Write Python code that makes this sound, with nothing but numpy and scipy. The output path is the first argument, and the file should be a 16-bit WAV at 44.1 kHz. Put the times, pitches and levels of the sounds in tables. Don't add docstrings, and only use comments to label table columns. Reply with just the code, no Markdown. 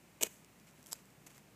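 import sys
import numpy as np
from scipy import signal
from scipy.fft import rfft, irfft
from scipy.io import wavfile
from scipy.ndimage import uniform_filter1d

SR = 44100
rng = np.random.default_rng(int(sys.argv[2]) if len(sys.argv) > 2 else 0)


def file_out(sig):
    cols = np.atleast_2d(sig).T
    lim = np.clip(cols, -1, 1)
    pcm = np.round(lim * 32767).astype(np.int16)
    wavfile.write(sys.argv[1], SR, pcm)


N = 68355
TIME = np.arange(N) / SR


def from_db(db):
    return 10 ** (np.asarray(db) / 20)


def unit_energy(x):
    return x / np.sqrt(np.sum(x ** 2) + 1e-20)


def add(track, start_s, sound):
    start = int(start_s * SR)
    track[start:start + len(sound)] += sound[:N - start]


def coloured(x, curve, size=4096):
    hz, db = np.transpose(curve)
    grid_hz = np.maximum(np.arange(size // 2 + 1) * SR / size, 1)
    gain = from_db(np.interp(np.log(grid_hz), np.log(hz), db))
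    cepstrum = irfft(np.log(gain))
    cepstrum[1:size // 2] *= 2
    cepstrum[size // 2 + 1:] = 0
    impulse = irfft(np.exp(rfft(cepstrum)))
    return signal.fftconvolve(x, unit_energy(impulse))[:N]


def tilted(x, treble_db, centre_hz=7900):
    return coloured(x, [(centre_hz / 2, 0), (centre_hz * 2, treble_db)])


def background(air_db=-62.5, hum_hz=60.4, hum_db=-79.5):
    # frequency_hz, gain_db
    air_eq = [(30, -37), (48, -27), (85, -13), (115, 0), (170, 0.5), (300, -4.5), (450, -10), (800, -12.5),
              (1500, -17), (2500, -16), (3400, -23), (5000, -24.5), (7500, -21.5), (10000, -26),
              (15000, -26)]
    air = from_db(air_db) * coloured(rng.standard_normal(N), air_eq)
    hum = from_db(hum_db) * np.sqrt(2) * np.sin(2 * np.pi * hum_hz * TIME)
    return air + hum


def finger_rubs(rise_share=0.24, grain_db=3, grain_samples=40):
    # start_s, length_s, level_db, treble_db
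    strokes = [(0.209, .035, -43, 3), (0.235, 0.047, -51, -3), (0.262, .016, -47, 0),
               (0.27, 0.18, -64, 2.5), (0.665, 0.052, -64.5, -8), (0.742, 0.16, -70, -2),
               (0.854, 0.11, -60, 4.5), (0.93, .11, -64, -5.5), (1.261, 0.028, -54, 1.5),
               (1.288, 0.064, -64.5, -3.5), (1.33, 0.085, -64, -2)]
    # frequency_hz, gain_db
    rub_eq = [(150, -6.5), (600, -2), (1300, -2.5), (2400, 0), (4000, -7.5), (5300, -6), (6400, 0.5),
              (8000, -0.5), (9200, -4.5), (12500, -3.5), (15000, -12)]
    friction, t = np.zeros(N), TIME[:N // 4]
    for start_s, length_s, level_db, treble_db in strokes:
        pressure = np.interp(t / length_s, [0, rise_share, 1], [0, 1, 0])
        noise, roughness = rng.standard_normal((2, len(t)))
        roughness = uniform_filter1d(roughness, grain_samples) * np.sqrt(grain_samples)
        stroke = noise * from_db(grain_db * roughness) * pressure
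        add(friction, start_s, from_db(level_db) * tilted(stroke, treble_db))
    return coloured(friction, rub_eq)


def contact(length_s, fade_share=0.465, size=2048):
    envelope = np.exp(-np.maximum(TIME[:size] / length_s - .5, 0) / fade_share)
    burst = rng.standard_normal(size) * envelope
    for _ in range(4):
        spectrum = rfft(burst)
        burst = irfft(spectrum / (np.abs(spectrum) + 1e-12)) * np.sqrt(envelope)
    return unit_energy(burst)


def mode(pitch_hz, t60_s):
    t = TIME[:6000]
    return from_db(-60 * t / t60_s) * np.sin(2 * np.pi * pitch_hz * t)


def case_knocks():
    # start_s, crack_db, length_s, body_db
    slips = [(0.2096, -27, 0.0028, -17), (0.2125, -22, 0.0031, -28), (0.2160, -29, 0.0026, -34),
             (0.2194, -18.5, .002, -21.5), (0.2235, -18, 0.0032, -27), (0.2271, -8.5, .001, -14),
             (0.2286, -13, 0.0022, -18), (0.2314, -17, .0012, -15), (0.2329, -.5, 0.00173, -17),
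             (0.2349, -13, .0015, -31.5), (0.2392, -28, 0.0018, -29), (0.2433, -35, 0.0058, -24.5),
             (0.257, -32, 0.0024, -35), (0.2603, -28.5, 0.0014, -30), (0.2648, -28, .003, -28.5),
             (0.2681, -25.5, 0.0028, -36)]
    # frequency_hz, gain_db
    crack_eq = [(60, -42), (200, -20.5), (450, -14), (1200, -23.5), (2200, -14.5), (3200, -5.5),
                (4200, -11.5), (5300, -14), (6200, -1.5), (8200, 1), (8800, -9.5), (10600, -15),
                (13000, -4.5), (15000, -14.5)]
    # pitch_hz, level_db, t60_s
    case_modes = [(204, -14.5, 0.087), (324, -2, 0.028), (432, 2.5, 0.037), (500, -1.5, 0.032),
                  (636.5, -3.5, 0.043), (927, -7.5, 0.037), (1392, -14.5, .02), (2225, -6, 0.029),
                  (2494, -0.5, 0.058), (2940, 0, 0.017)]
    body = sum(from_db(level_db) * mode(pitch_hz, t60_s) * (-1) ** k
               for k, (pitch_hz, level_db, t60_s) in enumerate(case_modes))
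    cracks, rings = np.zeros((2, N))
    for start_s, crack_db, length_s, body_db in slips:
        slip = contact(length_s)
        ring = unit_energy(signal.fftconvolve(slip, body))
        add(cracks, start_s, from_db(crack_db) * slip)
        add(rings, start_s, from_db(body_db) * ring)
    return coloured(cracks, crack_eq) + rings


def dry_clicks(ping_db=-6.5, ping_t60_s=0.013):
    # start_s, level_db, length_s, treble_db, pitch_hz
    touches = [(0.4466, -38.5, .0015, -6, 2900), (0.5990, -42.5, 0.00093, -4, 6300),
               (0.7105, -45, .001, 1, 7750), (0.828, -38.5, 0.0022, 2, 6500), (0.841, -42, .002, -3, 6060),
               (0.861, -31.5, 0.0021, 4, 3230), (0.8683, -29.5, 0.0018, 8, 6400),
               (0.9136, -32, .0015, -6, 5600), (0.9180, -29, .001, -1, 7200),
               (0.9197, -28, 0.0012, 1, 5550), (0.9228, -21, 0.001, -2.5, 7750),
               (0.9290, -18.5, 0.00077, 6.5, 11500), (0.9297, -12.5, .0011, 0.5, 5100),
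               (0.9314, -24, 0.0011, -6, 6800), (0.939, -33, .0015, -1, 7400), (1.0558, -44, .001, 0, 8200),
               (1.1037, -43.5, .001, 4, 7000), (1.2656, -34.5, .003, 0, 6300),
               (1.3796, -35.5, 0.0019, -6, 2050)]
    # frequency_hz, gain_db
    snap_eq = [(150, -28.5), (800, -6.5), (1500, -11), (2400, -21.5), (3500, -5.5), (4200, -11.5),
               (5100, -0.5), (6200, -3), (8000, 3), (9000, -10.5), (10000, -6), (12000, -2.5), (15000, -15)]
    snaps, pings = np.zeros((2, N))
    for start_s, level_db, length_s, treble_db, pitch_hz in touches:
        slip = contact(length_s)
        ping = unit_energy(signal.fftconvolve(slip, mode(pitch_hz, ping_t60_s)))
        add(snaps, start_s, from_db(level_db) * tilted(slip, treble_db))
        add(pings, start_s, from_db(level_db + ping_db) * ping)
    return coloured(snaps, snap_eq) + pings


def ring_out(x, level_db, t60_s):
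    decay = rng.standard_normal(N) * from_db(-60 * TIME / t60_s)
    return from_db(level_db) * signal.fftconvolve(x, unit_energy(decay))[:N]


def scene():
    hits = case_knocks() + dry_clicks()
    hits = hits + ring_out(hits, level_db=-20.5, t60_s=0.056)
    tail = ring_out(hits, level_db=-24, t60_s=0.45)
    return (hits + tail + finger_rubs() + background())[None]


def record(dry):
    cutoff_hz = 15250
    return signal.sosfilt(signal.ellip(10, .2, 70, cutoff_hz, fs=SR, output="sos"), dry)


dry = scene()
out = record(dry)
file_out(out)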